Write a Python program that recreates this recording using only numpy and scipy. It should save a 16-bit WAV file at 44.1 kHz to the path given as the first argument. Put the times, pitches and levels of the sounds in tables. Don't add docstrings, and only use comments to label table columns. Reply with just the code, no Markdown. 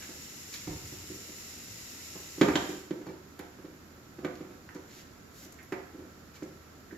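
import sys
import numpy as np
from scipy import signal
from scipy.fft import rfft, irfft
from scipy.io import wavfile

SR = 44100
rng = np.random.default_rng(int(sys.argv[2]) if len(sys.argv) > 2 else 0)


def store_wav(level_fs):
    pcm = np.round(np.clip(np.atleast_2d(level_fs), -1, 1) * 32767)
    wavfile.write(sys.argv[1], SR, pcm.T.astype(np.int16))


N = 307377
T = np.arange(N) / SR

# (frequency [Hz], relative level [dB])
HOUSE_SPECTRUM = [(20, -12), (50, -2), (80, 1.5), (120, 3.5), (300, 2.5), (500, -4.5), (900, -8.5),
                  (1150, -7), (1330, -4.5), (1600, -6.5), (3000, -14.5), (7000, -18), (15000, -18)]
WATER_SPECTRUM = [(300, -10), (1000, -21.5), (1550, -8), (2050, 3), (2350, -1), (2700, 3), (3300, -3.5),
                  (3900, 0.5), (4500, -2.5), (5400, 2.5), (6200, -0.5), (7000, 1.5), (9000, 1.5),
                  (15000, -5.5)]
JOIST_SPECTRUM = [(25, -10), (45, -6), (85, 6.5), (150, 3), (260, -27), (800, -65)]
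# (time [s], duration [s], level [dB])
WEIGHT_SHIFTS = [(0.662, 0.13, -42.5), (.76, 0.52, -54), (1.69, .12, -60), (2.4, 0.3, -46.5)]
# (frequency [Hz], relative level [dB], t60 [s])
FLOOR_MODES = [(167.7, -9.5, 0.12), (193.2, 2, 0.071), (286.6, -6.5, 0.044), (311, 2.5, 0.057),
               (364.9, -1, 0.062), (488, -9.5, 0.047)]
# (frequency [Hz], relative level [dB], t60 [s])
CLACK_MODES = [(692, 17, 0.033), (780, 5.5, 0.051), (970, -29, .035), (1040, -17, .03), (1198, 7.5, 0.08),
               (1490, 6, 0.052), (2200, -9, 0.031), (2440, 4, 0.024)]
# (frequency [Hz], relative level [dB])
PAD_SPECTRUM = [(70, -19), (160, 1.5), (450, -3), (900, -3.5), (1700, -6), (3000, -14), (8000, -27.5)]
CRACK_SPECTRUM = [(70, -44), (250, -1), (400, 2), (620, 0.5), (800, 0), (1100, -2), (1500, 0), (2300, -1),
                  (3200, -17), (8000, -25.5)]
TICK_SPECTRUM = [(1200, -19), (2400, -5), (3100, 19), (4100, 11), (4800, 1.5), (7500, 1.5), (14000, -27)]
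# (time [s], duration [s], level [dB], treble slope [dB/octave])
PAW_SKIDS = [(0, 0.054, -51, -9), (0.517, 0.053, -44, -2.5), (4.853, 0.19, -56, -3), (5.307, 0.17, -54, 1),
             (5.431, 0.027, -52, 4), (6.333, 0.046, -56.5, -4.5)]
# (time [s], centre frequency [Hz], level [dB])
CLAW_TICKS = [(0.541, 3920, -45), (0.559, 5400, -56), (3.392, 10600, -50.5), (4.355, 3440, -58),
              (4.748, 6100, -57.5), (5.524, 9000, -53.5), (5.630, 10000, -56.5), (6.432, 6000, -58.5)]
# (time [s], duration [s], centre frequency [Hz], bandwidth [Hz], peak level [dB])
TOY_CREAKS = [(4.69, 0.003, 1550, 890, -35.5), (5.583, 0.038, 2000, 614, -44.5),
              (6.361, 0.017, 2400, 300, -59), (6.906, 0.014, 1710, 350, -43.5),
              (6.937, .03, 1790, 196, -50)]
# (time [s], thud [dB], slap [dB])
FOOTFALLS = [(0.09, -36, -47.5), (0.673, -27.5, -38), (0.922, -38.5, -51), (1.101, -30, -60),
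             (1.288, -38, -62), (2.151, -36.5, -45), (2.38, -29, -46), (2.427, -13, -27.5),
             (2.69, -25.5, -45), (3.012, -33, -47), (3.064, -32.5, -39.5), (3.086, -31.5, -45),
             (3.585, -38.5, -52), (3.645, -33.5, -50), (4.185, -31, -44.5), (4.233, -31, -48),
             (4.406, -27.5, -44.5), (4.506, -37.5, -50), (4.75, -30.5, -43.5), (5.455, -43, -50),
             (5.944, -35.5, -59), (5.991, -33.5, -51.5), (6.924, -32.5, -57)]
# (time [s], clack [dB], thud [dB], tick [dB])
HARD_BLOWS = [(2.412, -20, -13, -28.5), (2.484, -26.5, -22, -54), (2.555, -24.5, -27.5, -27.5),
              (2.908, -42, -27.5, -50.5), (3.392, -41.5, -38, -50.5), (4.247, -33.5, -27, -47),
              (5.722, -32, -30.5, -60), (6.423, -46.5, -33.5, -65)]
# (delay [s], gain [ratio])
REFLECTIONS = [(.0037, 0.53), (.0068, 0.42), (.0105, 0.2), (.018, 0.42)]
# (frequency [Hz], peak against the direct sound [dB], t60 [s])
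ROOM_MODES = [(186.6, -8, 0.35), (301, -20, 0.94), (360, -17, 1), (498, 4, 0.53), (775, 5, 0.94),
              (980, 3, 0.45), (1340, 1, 0.62), (2130, -8, 0.56)]
# (frequency [Hz], t60 [s], level against the direct sound [dB])
TAIL_BANDS = [(100, 0.53, -3), (313, 0.67, -4.5), (700, 0.47, 7), (1458, 0.71, 3), (3500, 0.61, 0.5),
              (7000, 0.8, 1), (14000, .35, -12)]
# (frequency [Hz], left gain [dB], right gain [dB])
PORT_RESPONSE = [(104.4, 1.5, 2.5), (332, 1, 4), (556, 1, 3), (970, 1.5, 1.5), (1500, -3.5, 3),
                 (2160, -4, 2), (3400, -3, 1), (5140, -1, 4.5), (5970, 4.5, 3), (6290, 1.5, -4.5),
                 (7000, 10, 5), (7320, 5, -2.5), (8050, -4.5, -14.5), (9800, -18, -8.5), (11400, 0, 0.5),
                 (12350, 4.5, 0), (14400, -6, -17), (15500, -10, -25)]


def undb(db):
    return 10 ** (np.asarray(db) / 20)


def unit(x):
    return x / np.sqrt(np.mean(x ** 2))


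def unit_onset(x):
    return x / np.sqrt(np.mean(x[:SR // 100] ** 2))


def colour(x, points, column=1):
    n = 4096
    table = np.array(points, float)
    hz = np.maximum(np.arange(n // 2 + 1) * SR / n, 1)
    db = np.interp(np.log(hz), np.log(table[:, 0]), table[:, column])
    cepstrum = irfft(np.log(undb(db)))
    cepstrum[1:n // 2] *= 2
    cepstrum[n // 2 + 1:] = 0
    response = irfft(np.exp(rfft(cepstrum))).reshape((1,) * (x.ndim - 1) + (n,))
    return signal.oaconvolve(x, response, axes=-1)[..., :x.shape[-1]]


def add(track, time, sound):
    i = max(int(time * SR), 0)
    part = sound[..., :max(N - i, 0)]
    track[..., i:i + part.shape[-1]] += part


def swell(length, crest):
    progress = np.linspace(0, 1, max(int(length * SR), 8))
    return np.sin(np.pi / 2 * np.interp(progress, [0, crest, 1], [0, 1, 0]))


def drift(knots):
    return np.interp(T, np.linspace(0, T[-1], knots), rng.standard_normal(knots))


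def diffuse(n, corner_hz=520, bass_coherence=0.98):
    hz = np.arange(n // 2 + 1) * SR / n
    coherence = bass_coherence / (1 + (hz / corner_hz) ** 4)
    mid, side = rfft(rng.standard_normal((2, n)))
    mid, side = mid * np.sqrt((1 + coherence) / 2), side * np.sqrt((1 - coherence) / 2)
    return irfft(np.array([mid + side, mid - side]), n)


def house(air_db=-54, hum_hz=80.2, hum_db=-66, whine_hz=1337, whine_db=-73.5, waver_db=2.5):
    waver = waver_db * drift(40)
    hum = undb(hum_db + waver) * unit(np.sin(2 * np.pi * hum_hz * T))
    whine = undb(whine_db + waver) * unit(np.sin(2 * np.pi * whine_hz * T))
    air = undb(air_db) * unit(colour(diffuse(N, bass_coherence=0.92), HOUSE_SPECTRUM))
    return air + hum + whine


def tap(level_db=-46.5, flutter_db=0.44, shut_s=2.717, fade_db_per_s=72):
    flutter = flutter_db * drift(200)
    closing = fade_db_per_s * np.maximum(T - shut_s, 0)
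    return undb(level_db + flutter - closing) * unit(colour(diffuse(N), WATER_SPECTRUM))


def joists():
    load = np.zeros(N)
    for time, length, db in WEIGHT_SHIFTS:
        add(load, time, undb(db) * swell(length, crest=0.22))
    return load * unit(colour(rng.standard_normal(N), JOIST_SPECTRUM))


def tail(t, build_s=0.01):
    hz = np.arange(len(t) // 2 + 1) * SR / len(t)
    centres, t60, db = np.transpose(TAIL_BANDS)
    bands = np.array([np.interp(np.log(hz + 1), np.log(centres), row) for row in np.eye(len(centres))])
    fades = np.exp(-np.log(1000) * t / t60[:, None]) * (1 - np.exp(-t / build_s))
    fades *= (undb(db) / np.linalg.norm(fades, axis=1))[:, None]
    band_noise = irfft(rfft(diffuse(len(t)))[:, None] * bands, len(t))
    return np.sum(band_noise * fades, axis=1)


def room(x, reflect_above_hz=550):
    t = T[:SR * 2 // 3]
    response = np.zeros((2, len(t)))
    for k, (delay, gain) in enumerate(REFLECTIONS):
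        lag = (-1) ** k * rng.integers(3, 13)
        response[0, int(delay * SR) - lag] += gain
        response[1, int(delay * SR) + lag] += gain
    response = signal.sosfilt(signal.butter(2, reflect_above_hz, "high", fs=SR, output="sos"), response)
    for hz, db, t60 in ROOM_MODES:
        decay = np.log(1000) / t60
        response += undb(db) * 2 * decay / SR * np.cos(2 * np.pi * hz * t) * np.exp(-decay * t)
    response[:, 0] += 1
    out = signal.oaconvolve(x[None], response, axes=1)[:, :N]
    hop = len(t)
    for start in range(-hop, N, hop):
        i = np.arange(max(start, 0), min(start + 2 * hop, N))
        crossfade = 1 - np.abs(i - start - hop) / hop
        add(out, i[0] / SR, signal.fftconvolve((x[i] * crossfade)[None], tail(t), axes=1))
    return out


def struck_modes(modes, gains, detune, press_s):
    hz, db, t60 = np.transpose(modes)[:, :, None]
    shift, scatter_db = rng.standard_normal((2, len(modes), 1))
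    t = T[:SR // 8]
    waves = np.sin(2 * np.pi * hz * (1 + detune * shift) * t) * np.exp(-np.log(1000) * t / t60)
    motion = -np.sum(gains * undb(db + scatter_db) * waves, axis=0) * (1 - np.exp(-t / press_s))
    return signal.sosfilt(signal.butter(3, 105, "high", fs=SR, output="sos"), motion)


def boom(thud_db, press_s, subfloor_db=-9):
    in_subfloor = np.array(FLOOR_MODES)[:, :1] < 230
    gains = undb(thud_db + subfloor_db * in_subfloor)
    return struck_modes(FLOOR_MODES, gains, detune=0.02, press_s=press_s)


def contact_noise(spectrum, fade_s):
    t = T[:SR // 10]
    fade = np.exp(-np.log(1000) * t / fade_s)
    rattle = rfft(rng.standard_normal(len(t)) * fade)
    whitened = irfft(rattle / np.abs(rattle), len(t)) * fade ** 0.25
    return unit_onset(colour(whitened, spectrum))


def paw(thud_db, slap_db, pad_db=-9):
    thud = boom(thud_db, press_s=0.0079)
    pad = contact_noise(PAD_SPECTRUM, fade_s=0.05)
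    rise = 1 - np.exp(-T[:len(pad)] / 0.011)
    slap = undb(slap_db + pad_db) * unit_onset(pad * rise)
    return thud + np.pad(slap, (0, len(thud) - len(slap)))


def shuffle(touches_per_s=4, spread_db=1):
    out = np.zeros(N)
    for k in range(int(touches_per_s * T[-1])):
        strength = undb(spread_db * rng.standard_normal())
        time = (k + rng.random()) / touches_per_s
        add(out, time, strength * paw(thud_db=-53, slap_db=-60.5))
    return out


def skids(grain_db=5):
    out = np.zeros(N)
    for time, length, db, slope in PAW_SKIDS:
        push = swell(length, crest=0.68)
        slips = rng.standard_normal(len(push)) * undb(grain_db * rng.standard_normal(len(push)))
        rub = colour(slips, [(500, -25), (1800, 0), (14400, 3 * slope)])
        add(out, time, undb(db) * push * unit(rub))
    return out


def claws():
    out = np.zeros(N)
    for time, hz, db in CLAW_TICKS:
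        spectrum = [(hz / 4, -24), (hz, 0), (hz * 3, -14)]
        add(out, time, undb(db) * contact_noise(spectrum, fade_s=0.012))
    return out


def creaks():
    out = np.zeros(N)
    for time, length, hz, width, db in TOY_CREAKS:
        drag = swell(length, crest=0.098)
        slips = np.pad(drag * rng.standard_normal(len(drag)), (0, SR // 20))
        resonance = signal.butter(2, [hz - width / 2, hz + width / 2], "band", fs=SR, output="sos")
        tone = signal.sosfilt(resonance, slips)
        add(out, time, undb(db) * tone / np.abs(tone).max())
    return out


def steps(settle_s=0.04, settle_db=-10):
    out = np.zeros(N)
    for time, thud, slap in FOOTFALLS:
        add(out, time, paw(thud, slap))
        add(out, time + settle_s, undb(settle_db) * paw(thud, slap))
    return out


def knocks(thud_db=5.5, ring_db=-20, crack_db=-6, tick_db=-4):
    out = np.zeros(N)
    for time, clack, thud, tick in HARD_BLOWS:
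        add(out, time, boom(thud + thud_db, press_s=0.0052))
        add(out, time, struck_modes(CLACK_MODES, undb(clack + ring_db), detune=0.0038, press_s=0.0012))
        add(out, time, undb(clack + crack_db) * contact_noise(CRACK_SPECTRUM, fade_s=0.07))
        add(out, time, undb(tick + tick_db) * contact_noise(TICK_SPECTRUM, fade_s=0.045))
    return out


def scene():
    background = joists() + tap() + house()
    return background + room(knocks() + steps() + claws() + skids() + creaks() + shuffle())


def record(dry, cutoff_hz=15600):
    heard = np.array([colour(dry[k], PORT_RESPONSE, column=k + 1) for k in range(2)])
    return signal.sosfiltfilt(signal.ellip(8, .1, 60, cutoff_hz, fs=SR, output="sos"), heard)


dry = scene()
out = record(dry)
store_wav(out)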